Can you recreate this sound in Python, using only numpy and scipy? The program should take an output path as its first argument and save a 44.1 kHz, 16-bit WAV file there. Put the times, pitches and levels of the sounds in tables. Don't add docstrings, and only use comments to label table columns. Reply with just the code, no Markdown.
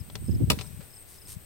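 import sys
import numpy as np
from scipy import signal
from scipy.fft import rfft, irfft
from scipy.io import wavfile
from scipy.ndimage import uniform_filter1d

SR = 44100
rng = np.random.default_rng(int(sys.argv[2]) if len(sys.argv) > 2 else 0)


def store_wav(level_fs):
    pcm = np.round(np.clip(np.atleast_2d(level_fs), -1, 1) * 32767)
    wavfile.write(sys.argv[1], SR, pcm.T.astype(np.int16))


N = 63945
T = np.arange(N) / SR

# start in seconds, relative level in dB, decay time in seconds.
CONTACTS = [(.4996, -24, .002), (.5007, -9, .001), (.5014, 0, .0013), (.5027, 2, .001), (.5078, -9, .0016),
            (.5172, -7, .0006), (.5203, -17, .002)]
# frequency in Hz, relative level in dB.
CRACK_COLOUR = [(100, -23), (220, -1), (450, -9.5), (750, -9), (950, 5), (1250, 3.5), (1600, -3.5),
                (2100, -2), (2750, 15), (3300, -2.5), (4500, 7), (6300, -4.5), (8500, -5.5), (11000, -6),
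                (16000, -10)]
SHIVER_COLOUR = [(100, -8.5), (230, -0.5), (450, -2.5), (950, 1), (1250, 0), (1600, -8), (2600, -1),
                 (3300, -10), (4600, 0), (6500, -12), (8500, -6), (16000, -13.5)]
# frequency in Hz, seconds to fall 60 dB.
SHIVER_T60 = [(300, 0.15), (1000, 0.06), (3000, 0.097), (8000, 0.074), (16000, 0.065)]
# frequency in Hz, relative level in dB, seconds to fall 60 dB.
FRAME_MODES = [(466, -9, 0.13), (616, -7, 0.066), (945, -4, 0.049), (1090, -7, 0.043), (1212, 2.5, 0.041),
               (1860, -13.5, .065), (2237, -22, .08), (2610, 11, 0.016), (2904, 4, 0.049), (3530, -9, 0.12),
               (4790, -14, 0.086), (4580, -10.5, 0.027), (5407, -8, 0.083), (7370, 0, .05)]
def ball_crack():
    pulses = [amp(db) * (T >= start) * np.exp(-np.maximum(T - start, 0) / fade)
              for start, db, fade in CONTACTS]
    force = np.sqrt(sum(pulse ** 2 for pulse in pulses))
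    crunch = np.sign(noise_pair(alike=.88)) * force
    snap = amp(-6.5) * colour(crunch, CRACK_COLOUR)
    hit_s, rise_s = CONTACTS[2][0], .0022
    frame = amp(-21.5) * ring(hit_s, FRAME_MODES) * np.clip((T - hit_s) / rise_s, 0, 1)
    shiver = amp(-12.5) * tail(colour(crunch, SHIVER_COLOUR), SHIVER_T60)
    return shade_right_port(snap + frame + shiver) + yard_scatter(crunch) + house_echo()


# frequency in Hz, gain in dB.
PORT_SHADE = [(300, 2.5), (1300, 1.5), (2400, -3), (8000, -5), (16000, -2.5)]
def shade_right_port(pair, lag_s=.0001):
    left, right = pair
    hz = np.fft.rfftfreq(N, 1 / SR)
    delay = np.exp(-2j * np.pi * hz * lag_s)
    return np.array([left, irfft(rfft(right) * amp(read(PORT_SHADE, hz)) * delay, N)])


# frequency in Hz, relative level in dB.
YARD_COLOUR = [(100, -3), (700, 2), (1500, -2), (6000, -5), (10000, -5), (16000, -7)]
# frequency in Hz, seconds to fall 60 dB.
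YARD_T60 = [(200, 0.99), (1000, 1), (4000, 1), (14000, 1.0)]
def yard_scatter(crunch):
    return amp(-26.5) * tail(colour(crunch, YARD_COLOUR), YARD_T60) * ports(right_db=-1.5)


# frequency in Hz, relative level in dB.
ECHO_COLOUR = [(100, -29), (500, 8), (1100, -6), (2000, -4.5), (4000, -9.5), (16000, -21)]
def house_echo():
    return amp(-49) * colour(noise_pair(alike=.24) * decay(start=.806, t60=.3), ECHO_COLOUR)


# start in seconds, relative level in dB, seconds to fall 60 dB,
# treble cutoff in Hz.
KNOCKS = [(.1, -36.5, 0.032, 3730), (0.1542, -26.5, 0.042, 6640), (0.5887, -28, 0.099, 4270),
          (0.6114, -27.5, 0.054, 6150), (.643, -35.5, 0.035, 1020)]
# frequency in Hz, relative level in dB.
KNOCK_COLOUR = [(150, -4), (450, -0.5), (900, 1.5), (1500, -6), (2600, 2), (3800, 3), (5500, 0.5),
                (8000, -3.5), (16000, 1.5)]
# frequency in Hz, relative level in dB, seconds to fall 60 dB.
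HOLLOW_MODES = [(428, -0.5, 0.1), (597, -1, .07), (769, -3.5, 0.082), (988, -2, .06), (1318, -0.5, 0.044)]
def knocks(snap_s=.0013):
    bursts = np.zeros((2, N))
    for start, db, t60, cutoff_hz in KNOCKS:
        envelope = decay(start, t60) * (1 + .56 * np.exp(-abs(T - start) / snap_s))
        lowpass = signal.butter(2, cutoff_hz, fs=SR)
        bursts += amp(db) * signal.lfilter(*lowpass, noise_pair(alike=.22) * envelope)
    body = sum(amp(db - 17.5) * ring(start, HOLLOW_MODES) for start, db, _, _ in KNOCKS)
    return colour(bursts, KNOCK_COLOUR) * ports(right_db=-4.5) + body


# time in seconds, level in dB.
WIND_LEFT = [(0, -30), (.07, -58), (.16, -34), (.2, -40.5), (.28, -38), (.35, -22), (.39, -31.5),
             (.435, -19.5), (.47, -30), (.53, -28), (.56, -36), (.68, -40.5), (.79, -39.5), (.88, -53.5),
             (1.18, -55), (1.28, -48.5), (1.38, -44.5), (1.45, -58)]
WIND_RIGHT = [(0, -47.5), (.11, -45), (.18, -45), (0.228, -30.5), (0.268, -37), (0.298, -20.5), (.38, -27),
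              (.43, -33), (.47, -31), (.505, -19), (0.559, -40.5), (.67, -62), (.76, -56), (.87, -60.5),
              (1.2, -60.5), (1.3, -49.5), (1.45, -57)]
# frequency in Hz, relative level in dB.
RUMBLE_COLOUR = [(20, -39.5), (45, -10.5), (70, 4.5), (105, 1), (200, -9.5), (320, -22.5), (500, -43.5),
                 (900, -54.5), (3000, -58)]
GUST_COLOUR = [(40, -33), (130, -4.5), (220, 5.5), (350, -5.5), (520, -17), (800, -32.5), (1500, -54),
               (4000, -57)]
# centre in seconds, level in dB before panning, pitch in Hz,
# side from 0 (left) to 1 (right).
EDDIES = [(0.016, -27, 117, 0.19), (.296, -16.5, 129, 1), (0.424, -13.5, 102, 0.64),
          (.441, -8, 129.6, 0.23), (0.504, -11, 171, 0.49), (0.601, -23, 113, 0.029), (0.681, -28, 108, 0),
          (0.576, -23.5, 217, 1), (0.747, -26.5, 117, 0.59), (.797, -28, 140, .1), (1.369, -26.5, 128, 0)]
# centre and half length in seconds, level in dB before panning, side as above.
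GUSTS = [(0.225, 0.0092, -36.5, 0.67), (.292, 0.0068, -21, 0.99), (0.34, 0.0098, -28, 0.32),
         (0.362, 0.0091, -29, .7), (0.41, 0.012, -25, 0.94), (0.427, 0.018, -24.5, 0.72),
         (0.48, 0.011, -28, 0.35), (0.531, 0.0083, -23, 0.12)]
def wind():
    pressure = np.array([amp(np.interp(T, *np.transpose(curve))) for curve in (WIND_LEFT, WIND_RIGHT)])
    rumble = steady(colour(noise_pair(alike=0), RUMBLE_COLOUR), samples=1800)
    flap = steady(colour(noise_pair(alike=0), GUST_COLOUR), samples=800)
    thumps = np.zeros((2, N))
    for centre, db, hz, side in EDDIES:
        suction = -np.cos(2 * np.pi * hz * (T - centre))
        thumps += amp(db) * suction * bell(centre, 1.9 / (np.pi * hz)) * pan(side)
    gusts = sum(amp(db) * bell(centre, half) * pan(side) for centre, half, db, side in GUSTS)
    return pressure * rumble + thumps + gusts * flap


# start in seconds, length in seconds, relative level in dB.
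SCUFFS = [(1.067, 0.13, -54), (1.271, 0.082, -45)]
# frequency in Hz, relative level in dB.
GRASS_COLOUR = [(300, -35), (1000, -10), (2500, -10), (4000, -3.5), (7000, -3), (11000, 1), (13500, -1.5),
                (16000, -32)]
def shoe_scuffs(grain_db=3.5):
    envelope = sum(amp(db) * abs(np.sin(np.pi * progress(start, length) ** .92)) ** .5
                   for start, length, db in SCUFFS)
    grains = unit(amp(grain_db * flutter(width_hz=220).real))
    return colour(noise_pair(alike=.56) * envelope * grains, GRASS_COLOUR) * ports(right_db=-1.5)


# start in seconds, length in seconds, relative level in dB.
BUZZES = [(.205, 0.078, -45.5), (.607, 0.076, -45.5), (.94, 0.088, -44), (1.262, 0.082, -43)]
def near_katydid(rate_hz=110.3, pitch_hz=8450, fall_hz=414, swell_db=2.5):
    buzz = np.zeros(N)
    for start, length, db in BUZZES:
        along = progress(start, length)
        envelope = (along > 0) * (along < 1) * amp(db + swell_db * (along - 1.5))
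        stroke = (T - start) * rate_hz % 1
        note = tone(pitch_hz - fall_hz * (stroke - .5)) * (1 + .22 * flutter(width_hz=750))
        buzz += envelope * np.sin(np.pi * stroke) ** 2 * note.real
    return buzz * ports(right_db=-2.5)


# start of a wing stroke in seconds, level in dB.
WING_STROKES = [(-.005, -52.5), (.245, -60), (0.269, -51), (0.304, -50), (0.339, -50.5), (0.619, -55),
                (.658, -53.5), (0.894, -59), (0.925, -52.5), (0.958, -52), (1.145, -63), (1.174, -53),
                (1.209, -52.5), (1.247, -52)]
def cricket(stroke_s=.026, pitch_hz=5312, fall_hz=594):
    song = np.zeros(N)
    for start, db in WING_STROKES:
        along = progress(start, stroke_s)
        song += amp(db) * np.sin(np.pi * along) ** 2 * tone(pitch_hz - fall_hz * along ** 2).real
    return song * ports(right_db=-9.5)


def katydid_chorus(throb_hz=58):
    throb = 1 + .13 * np.sin(2 * np.pi * throb_hz * T)
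    band = (tone(hz=8285) * flutter(width_hz=293)).real
    return amp(-55.5) * unit(throb * band) * ports(right_db=-10.5)


def ticking_katydid(rate_hz=92.3, pitch_hz=13600, fall_hz=5000):
    stroke = T * rate_hz % 1
    sweep = (tone(pitch_hz - fall_hz * (stroke - .5)) * flutter(width_hz=1800)).real
    return amp(-61) * unit(np.sin(np.pi * stroke) ** 6 * sweep) * ports(right_db=-6)


# centre and half length in seconds, left-port level in dB.
RASPS = [(.14, .02, -59), (.865, .025, -62), (1.22, .025, -62)]
def insect_rasps():
    envelope = sum(amp(db) * bell(centre, half) for centre, half, db in RASPS)
    return envelope * (tone(hz=9200) * flutter(width_hz=200)).real * ports(right_db=3)


# frequency in Hz, relative level in dB.
AIR_COLOUR = [(30, 16), (120, 4), (400, 7), (1000, -2), (2500, -1.5), (4500, -6), (6800, -9), (9000, -4),
              (10500, -5.5), (13000, -1.5), (16000, -3)]
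def open_air():
    return amp(-52) * colour(noise_pair(alike=.21), AIR_COLOUR) * ports(right_db=-2)


def amp(db):
    return 10 ** (np.asarray(db) / 20)


def unit(x):
    return x / np.sqrt(np.mean(x ** 2) + 1e-20)


def steady(pair, samples):
    return pair / np.sqrt(uniform_filter1d(pair ** 2, size=samples, axis=1) + 1e-12)


def read(points, hz):
    table_hz, value = np.transpose(points)
    return np.interp(np.log(hz + 1), np.log(table_hz + 1), value)


def colour(pair, points):
    gain = unit(amp(read(points, abs(np.fft.fftfreq(8192, 1 / SR)))))
    response = np.exp(np.conj(signal.hilbert(np.log(gain))))
    taps = np.fft.ifft(response).real[:4096]
    return signal.fftconvolve(pair, taps[None], axes=1)[:, :N]


def noise_pair(alike):
    left, other = rng.standard_normal((2, N))
    return np.array([left, alike * left + np.sqrt(1 - alike ** 2) * other])


def ports(right_db):
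    return np.array([[1], [amp(right_db)]])


def pan(side):
    return np.array([[1 - side], [side]])


def progress(start, length):
    return np.clip((T - start) / length, 0, 1)


def bell(centre, half):
    return np.exp(-((T - centre) / half) ** 2)


def decay(start, t60):
    return (T >= start) * 1000. ** (-np.maximum(T - start, 0) / t60)


def ring(start, modes):
    return sum(amp(db) * decay(start, t60) * np.sin(2 * np.pi * hz * (T - start))
               for hz, db, t60 in modes)


def flutter(width_hz):
    noise = rng.standard_normal(N) + 1j * rng.standard_normal(N)
    band = np.exp(-.5 * (np.fft.fftfreq(N, 1 / SR) / width_hz) ** 2)
    waver = np.fft.ifft(np.fft.fft(noise) * band)
    return waver / np.std(waver)


def tone(hz):
    return np.sqrt(2) * np.exp(2j * np.pi * np.cumsum(hz * np.ones(N)) / SR)


def tail(pair, t60s):
    hz, t, bands = signal.stft(rng.standard_normal((2, N)), SR, nperseg=128)
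    fade = 1000. ** (-t / read(t60s, hz)[:, None])
    impulse = signal.istft(bands * fade, SR, nperseg=128)[1][:, :N]
    impulse /= np.linalg.norm(impulse, axis=1, keepdims=True)
    return signal.fftconvolve(pair, impulse, axes=1)[:, :N]


def scene():
    return (open_air() + ball_crack() + knocks() + wind() + cricket() + near_katydid()
            + katydid_chorus() + ticking_katydid() + insect_rasps() + shoe_scuffs())


def record(dry, ceiling=.85, edge_hz=16050):
    limited = ceiling * np.tanh(dry / ceiling)
    lowpass = signal.firwin(301, edge_hz, window=("kaiser", 9), fs=SR)
    return signal.oaconvolve(limited, lowpass[None], "same")


dry = scene()
out = record(dry)
store_wav(out)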